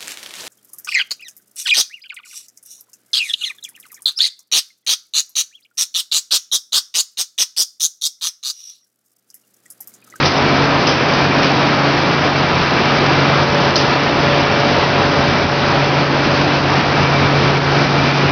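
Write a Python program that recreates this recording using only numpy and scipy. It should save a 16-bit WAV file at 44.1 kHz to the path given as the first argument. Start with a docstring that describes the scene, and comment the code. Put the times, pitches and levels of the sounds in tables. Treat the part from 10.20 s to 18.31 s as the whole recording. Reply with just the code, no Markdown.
"""In a factory hall, beside a long roller dryer for wood veneer, heard by a small camera microphone.
Hot-air fans roar as coloured noise and hum in sines at multiples of their blade rate; a gear tone and
a bearing whine drift over them, and faint whistles swell and fade. Now and then a dry sheet snaps,
a short ring with crackle and an answer from the hall. Roar and tones sag briefly again and again;
the microphone clips softly, and its low sampling rate mirrors some treble upwards."""
import sys
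import numpy as np
from scipy import signal
from scipy.fft import rfft, irfft, next_fast_len
from scipy.io import wavfile
from scipy.ndimage import uniform_filter1d, map_coordinates

SR = 44100
rng = np.random.default_rng(int(sys.argv[2]) if len(sys.argv) > 2 else 0)


def field_ratio(decibels):
    """Amplitude ratio for a level in dB (20 dB per decade); scalars and array-likes work."""
    return 10 ** (np.asarray(decibels, dtype=float) / 20)


def generate_wav(sig):
    """Save sig (samples, or channels by samples) to the path in sys.argv[1] as 16-bit PCM at SR."""
    pcm = np.round(np.clip(np.atleast_2d(sig).T, -1, 1) * 32767).astype(np.int16)
    wavfile.write(sys.argv[1], SR, pcm)


N = 357728


def unit(x):
    """Scales to rms 1."""
    return x / np.sqrt(np.mean(x ** 2) + 1e-20)


def along(points, hz):
    """Joins (Hz, value) points on a log frequency axis."""
    f, v = np.transpose(points)
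    return np.interp(np.log(hz + 1), np.log(f + 1), v)


def curves(rows):
    """Gives one value per sample for each column after the time."""
    s, *cols = np.transpose(rows)
    return [np.interp(np.arange(N) / SR, s, c) for c in cols]


def wobble(rate):
    """A smooth random curve with rate knots a second."""
    return map_coordinates(rng.standard_normal(N // 100), [np.arange(N) * rate / SR])


def filtered(x, response):
    """Shapes the spectrum of x by a response of frequency."""
    m = next_fast_len(N + 8192)
    return irfft(rfft(x, m) * response(np.fft.rfftfreq(m, 1 / SR)), m)[:N]


def tone(hz, db, waver_db, slip):
    """A sine about the given rms level whose strength (dB) and phase (slip, radians) waver at random."""
    cycles = np.cumsum(np.broadcast_to(hz, N)) / SR + rng.random()
    phase = 2 * np.pi * cycles + slip * wobble(rate=4)
    return np.sqrt(2) * field_ratio(db + waver_db * wobble(rate=7)) * np.sin(phase)


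def swell(start, end):
    """Rises and falls once, 0 to 1 and back."""
    progress = np.clip((np.arange(N) / SR - start) / (end - start), 0, 1)
    return np.sqrt(np.sin(np.pi * progress).clip(0))


def swells_db(rows):
    """Level in dB of a tone whose swells add in power to a faint steady level."""
    steady_db = -42
    swelling = sum((field_ratio(db) * swell(start, end)) ** 2 for start, end, db in rows)
    return 10 * np.log10(field_ratio(steady_db) ** 2 + swelling)


def turbulence(patchy_db):
    """White noise whose strength varies in small patches of time and pitch."""
    z = signal.stft(rng.standard_normal(N + 512), nperseg=512)[2]
    field = uniform_filter1d(rng.standard_normal(z.shape), size=8, axis=0)
    field = uniform_filter1d(field, size=12, axis=1)
    return signal.istft(z * field_ratio(patchy_db * unit(field)), nperseg=512)[1][:N]


def bumps(modes, hz):
    """Summed power of the resonances at each frequency."""
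    return sum(field_ratio(db) ** 2 / (1 + (2 * (hz - c) / w) ** 2) ** 2 for c, w, db in modes)


# Air moving in ducts and casing. Each row: frequency in Hz, relative density in dB per Hz.
AIR_COLOUR = [(20, -41), (36, -34), (52, -15.5), (72, -15.5), (110, -11), (140, -6.5), (200, -8.5),
              (270, -6), (295, -6.5), (308, -8), (330, -6.5), (510, -9), (700, -8), (1360, -12),
              (1650, -13), (2200, -17), (3500, -20.5), (5000, -22), (5500, -26.5)]
# Broad resonances of the casing panels. Each row: centre in Hz, width in Hz, power in dB against the air.
PANEL_MODES = [(85.3, 9.5, 9), (95, 7.3, 5.5), (169.8, 10, 5.5), (241.4, 17, 0), (347.6, 10, 1),
               (978, 36, -1), (1300, 200, -4), (2540, 930, -2.5)]
# Rumble, dropping early, then returning and swelling unevenly. Each row: time in seconds, gain in dB.
RUMBLE_GAIN = [(0, 0.5), (1.5, -5), (2.2, -0.5), (3.6, -0.5), (4.4, 0), (5.3, 2.5), (5.9, -2), (6.5, 3),
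               (8.11, 0)]
# Upper roar, nearly steady, dipping slightly late on. Each row: time in seconds, gain in dB.
UPPER_GAIN = [(0, .5), (1.2, 0.5), (1.8, 0.5), (2.9, 0.5), (3.6, 0.5), (4.4, 0.5), (5.5, -.5), (6.5, 0),
              (8.11, 0.5)]


def air():
    """Duct noise roars through ringing panels; its bass and upper part reach the listener by their own paths."""
    (rumble_db,), (upper_db,) = curves(RUMBLE_GAIN), curves(UPPER_GAIN)

    def colour(hz):
        return field_ratio(along(AIR_COLOUR, hz)) * np.sqrt(1 + bumps(PANEL_MODES, hz))

    roar = unit(filtered(turbulence(patchy_db=0.46), colour))
    rumble = filtered(roar, lambda hz: 1 / (1 + (hz / 125) ** 6))
    # centred on 1900 Hz, on a log axis
    upper = filtered(roar, lambda hz: 1 / (1 + (np.log((hz + 1) / 1900) / 0.8) ** 4))
    return roar + (field_ratio(rumble_db) - 1) * rumble + (field_ratio(upper_db) - 1) * upper


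BLADE_HZ = 140.8
# The multiples of the blade rate that stand out.
BLADE_MULTIPLES = (1, 2, 3, 5)
# Blade hum, varying as the listener shifts in the hall. Each row: time in seconds, level in dB before the mix.
HUM_LEVEL = [(0, -23.5), (.4, -24.5), (.8, -26), (1.2, -23.5), (2.8, -24), (3.15, -22.5), (3.9, -26),
             (4.4, -24), (5.2, -26.5), (5.7, -20.5), (6.3, -23.5), (7.3, -18), (7.65, -20.5), (8.11, -19.5)]
# Swells of the second, third and fifth blade multiples.
# Each row: start in seconds, end in seconds, level in dB before the mix.
SECOND_MULTIPLE = [(.1, .7, -26), (.85, 2.2, -29.5), (2.3, 3.4, -30.5), (3.8, 4.2, -28.5),
                   (4.6, 5.15, -28.5), (5.4, 6.5, -31.5), (7.3, 8.3, -29.5)]
THIRD_MULTIPLE = [(2.6, 5.8, -30.5), (6.9, 7.5, -30)]
FIFTH_MULTIPLE = [(3.0, 4.6, -35), (3.9, 5.5, -33)]
# Shaft tones of a three-bladed wheel. Each row: multiple of the shaft rate, level in dB before the mix.
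SHAFT_TONES = [(1, -47), (2, -38), (4, -41)]


def fans():
    """Blades pass at a steady rate, higher multiples more smeared; the shaft turns at a third of it."""
    hum_db, = curves(HUM_LEVEL)
    levels_db = [hum_db, swells_db(SECOND_MULTIPLE), swells_db(THIRD_MULTIPLE), swells_db(FIFTH_MULTIPLE)]
    blades = sum(tone(k * BLADE_HZ, db, waver_db=0.4, slip=0.054 * k ** 2)
                 for k, db in zip(BLADE_MULTIPLES, levels_db))
    shaft_hz = BLADE_HZ / 3
    shaft = sum(tone(k * shaft_hz, db, waver_db=3.0, slip=0.26) for k, db in SHAFT_TONES)
    return blades + shaft


# Gear tone, standing out in the middle. Each row: time in seconds, level in dB before the mix.
GEAR_LEVEL = [(0, -35), (.45, -30), (1.1, -31.5), (1.8, -39.5), (2.5, -46), (3.0, -35), (3.3, -22.5),
              (3.7, -29), (4.0, -25), (4.55, -23.5), (4.8, -27.5), (5.0, -25.5), (5.3, -26), (5.5, -27.5),
              (5.8, -29), (6.15, -24.5), (6.4, -33), (6.7, -38.5), (7.6, -29.5), (8.11, -35)]


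def gear():
    """Meshing teeth give one clean tone."""
    gear_db, = curves(GEAR_LEVEL)
    return tone(576.2, gear_db, waver_db=0.5, slip=0.25)


# Drift of the bearing whine. Each row: time in seconds, pitch in Hz.
WHINE_PITCH = [(0, 2319), (.7, 2320), (1.15, 2322), (2, 2324), (3, 2321), (4, 2318.5), (4.45, 2317.5),
               (5.15, 2319), (6.1, 2318), (7, 2319.5), (8.11, 2319)]
# The whine and its side lines take turns.
# Each row: time in seconds, then levels of whine, first and second side line in dB before the mix.
WHINE_LEVELS = [(0, -38, -41, -41), (.3, -31.5, -41, -38.5), (.5, -42, -44.5, -43.5),
                (.8, -34, -39.5, -44.5), (1.15, -35, -35, -36), (1.45, -34, -40.5, -42),
                (1.65, -47.5, -45.5, -35.5), (2, -32.5, -39, -44.5), (2.5, -38, -35, -35),
                (3, -33, -43.5, -35.5), (3.3, -43, -37, -42), (3.5, -44.5, -35.5, -50),
                (4, -49, -41, -44.5), (4.35, -30, -52.5, -43.5), (4.75, -40.5, -51, -52),
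                (5.15, -29.5, -46, -48), (5.45, -46, -45, -46.5), (5.75, -42, -32.5, -46),
                (6.15, -38, -42, -44), (6.4, -40.5, -47.5, -42), (6.7, -35.5, -41, -40),
                (6.9, -34.5, -30, -38), (7.2, -34, -35, -41), (7.55, -34.5, -45, -48.5),
                (7.85, -34, -38.5, -34), (8.11, -40.5, -44.5, -42)]


def bearing():
    """A whine with side lines one and two shaft turns above it, beating into a throb once a turn."""
    turn_hz, in_step_s = 9.6, 6.955  # all three lines are in phase at in_step_s
    low_hz, = curves(WHINE_PITCH)
    cycles = np.cumsum(low_hz) / SR + rng.random()
    turns = turn_hz * (np.arange(N) / SR - in_step_s)
    whine = 0
    for k, db in enumerate(curves(WHINE_LEVELS)):
        strength = np.sqrt(2) * field_ratio(db + 0.71 * wobble(rate=5.9))
        whine = whine + strength * np.sin(2 * np.pi * (cycles + k * turns))
    return whine


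# Snaps of dry sheets. Each row: start in seconds, ring level in dB before its attack,
# centre in Hz, ring's 60 dB decay in seconds.
SHEET_SNAPS = [(0.0265, -9, 4700, .007), (0.029, -11, 2300, .04), (0.032, -13, 3300, .025),
               (0.053, -12, 5210, .015), (0.0572, -10, 5250, .012), (0.0582, -8, 3620, .018),
               (0.061, -14, 4800, .025), (0.065, -11.5, 5200, .015), (0.0715, -15, 5200, .02),
               (0.078, -18, 5200, .03), (0.180, -16, 5040, .015), (0.669, -11, 5350, .014),
               (0.670, -16, 4200, .02), (0.6715, -13, 2600, .03), (0.6742, -11, 5200, .012),
               (0.6775, -10.5, 5000, .013), (0.683, -17, 5300, .02), (0.692, -18, 5100, .02),
               (0.700, -18, 5000, .04), (0.717, -16, 3300, .015), (0.722, -13, 5150, .012),
               (0.936, -15, 4840, .03), (1.2315, -14, 5290, .02), (1.2325, -16, 4400, .015),
               (1.2368, -10, 4100, .008), (1.2438, -11, 2400, .012), (1.2442, -10, 4200, .005),
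               (1.2452, -14, 4900, .015), (1.247, -14, 3200, .012), (1.249, -18, 5300, .015),
               (3.5566, -5.5, 4290, .016), (3.5574, -10.5, 5400, .012), (3.561, -9, 4950, .025),
               (3.5635, -10, 5300, .013), (3.566, -15, 3000, .02), (3.569, -15, 4600, .03),
               (3.574, -16, 4900, .02), (3.578, -14, 4800, .02), (3.581, -15, 5050, .012),
               (3.588, -18, 4800, .03), (3.603, -13, 3090, .015), (3.6045, -15, 4300, .007),
               (3.612, -18, 4900, .015)]


def snaps():
    """Each snap is a short ring and a burst of crackle round its pitch, with a longer answer from the hall."""
    crackle_db, crackle_lasts = -8, 1.4  # under the ring; times the ring's decay
    hall_db, hall_t60_s = -8.5, .45  # under the crackle
    out, t = np.zeros(N + SR), np.arange(SR // 2) / SR
    f = np.fft.rfftfreq(len(t), 1 / SR)
    attack = 1 - np.exp(-t / .0004)
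    hall = field_ratio(hall_db - 60 * t / hall_t60_s) * (1 - np.exp(-t / 0.016))
    for s, db, hz, t60 in SHEET_SNAPS:
        body = field_ratio(-11.5) / (1 + ((f - 3000) / 900) ** 4)  # the sheet's body
        colour = 1 / (1 + ((f - hz) / 1200) ** 2) + body
        crackle = unit(irfft(rfft(rng.standard_normal(len(t))) * colour, len(t)))
        ring = field_ratio(-60 * t / t60) * np.sin(2 * np.pi * hz * t)
        fade = field_ratio(-60 * t / (crackle_lasts * t60)) + hall
        snap = field_ratio(db) * attack * (ring + field_ratio(crackle_db) * fade * crackle)
        out[round(s * SR):][:len(t)] += snap
    return out[:N]


# Brief sags of level. Each row: start in seconds, nominal depth in dB, of which a lone sag reaches about 0.64.
LEVEL_SAGS = [(0.07, 5), (0.451, 2), (0.726, 4), (1.051, 2.5), (1.26, 2.3), (1.539, 2.5), (1.791, 2),
              (1.941, 3), (2.082, 3), (2.24, 3), (2.441, 1.5), (3.232, 4.5), (3.512, 4), (3.755, 2.5),
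              (3.888, 2.7), (4.227, 2.5), (4.644, 3.5), (4.861, 2.5), (5.16, 2), (5.248, 4.5), (5.667, 3.5),
              (5.835, 4.5), (5.955, 1.5), (6.221, 2), (6.384, 3.5), (6.613, 4), (6.856, 2.5), (7.077, 2),
              (7.306, 3.5), (7.379, 4.5), (7.656, 4), (7.891, 3.5), (8.06, 1)]


def sags():
    """Gain that drops quickly and creeps back; sags pile up when they follow closely."""
    fall_s, return_s = .014, 0.091  # time constants
    s, db = np.transpose(LEVEL_SAGS)
    t = np.arange(SR) / SR
    shape = (1 - np.exp(-t / fall_s)) * np.exp(-t / return_s)
    starts = np.bincount((s * SR).astype(int), db, N)
    return field_ratio(-signal.fftconvolve(starts, shape)[:N])


# Fainter tones. Each row: start in seconds, end in seconds, pitch in Hz, level in dB before the mix.
FAINT_TONES = [(.6, 2.2, 295, -30), (3.6, 4.6, 295, -34), (5.5, 7.5, 295, -29), (2.8, 4.1, 322, -34),
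               (.5, 1.4, 2475, -34), (5.4, 7.4, 2475, -41), (1.8, 2.4, 2732, -39), (1.9, 3.3, 2711, -41),
               (3.4, 5.3, 2707, -38), (3.8, 4.5, 2417, -39), (5.3, 6.0, 2417, -37), (5.8, 6.6, 2610, -38),
               (6.0, 7.3, 2707, -40), (7.7, 8.3, 2417, -36)]


def whistles():
    """Each faint tone is a wavering sine that rises and falls once."""
    return sum(swell(start, end) * tone(hz, db, waver_db=2, slip=.8) for start, end, hz, db in FAINT_TONES)


def scene():
    """Roar and tones sag together; the snaps lie on top, untouched by the sags."""
    tones = fans() + gear() + bearing() + whistles()
    machine = field_ratio(-13.5) * air() + field_ratio(0.67) * tones
    return (sags() * machine + snaps())[None]


def top_cut(x):
    """Nothing passes above the cut-off."""
    return signal.sosfilt(signal.butter(12, 7020, fs=SR, output="sos"), x)


# Smoothing that lets a mirror image of the treble through. 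Each row: frequency in Hz, gain in dB.
SMOOTHING_GAIN = [(4500, 0.5), (5500, 1.5), (6000, -9), (6500, -23), (7000, -40), (7200, -79)]


def record(dry):
    """The microphone clips softly and keeps every fourth sample, which mirrors the treble, then smooths."""
    step = 4
    x = dry[0] / (1 + np.abs(dry[0] / .86) ** 8) ** (1 / 8)
    x = filtered(x, lambda hz: hz < SR / step / 2)
    kept = step * x * (np.arange(N) % step == 0)
    mix = filtered(kept, lambda hz: field_ratio(along(SMOOTHING_GAIN, hz)) * (hz < SMOOTHING_GAIN[-1][0]))
    return top_cut(mix[None])


dry = scene()
out = record(dry)
generate_wav(out)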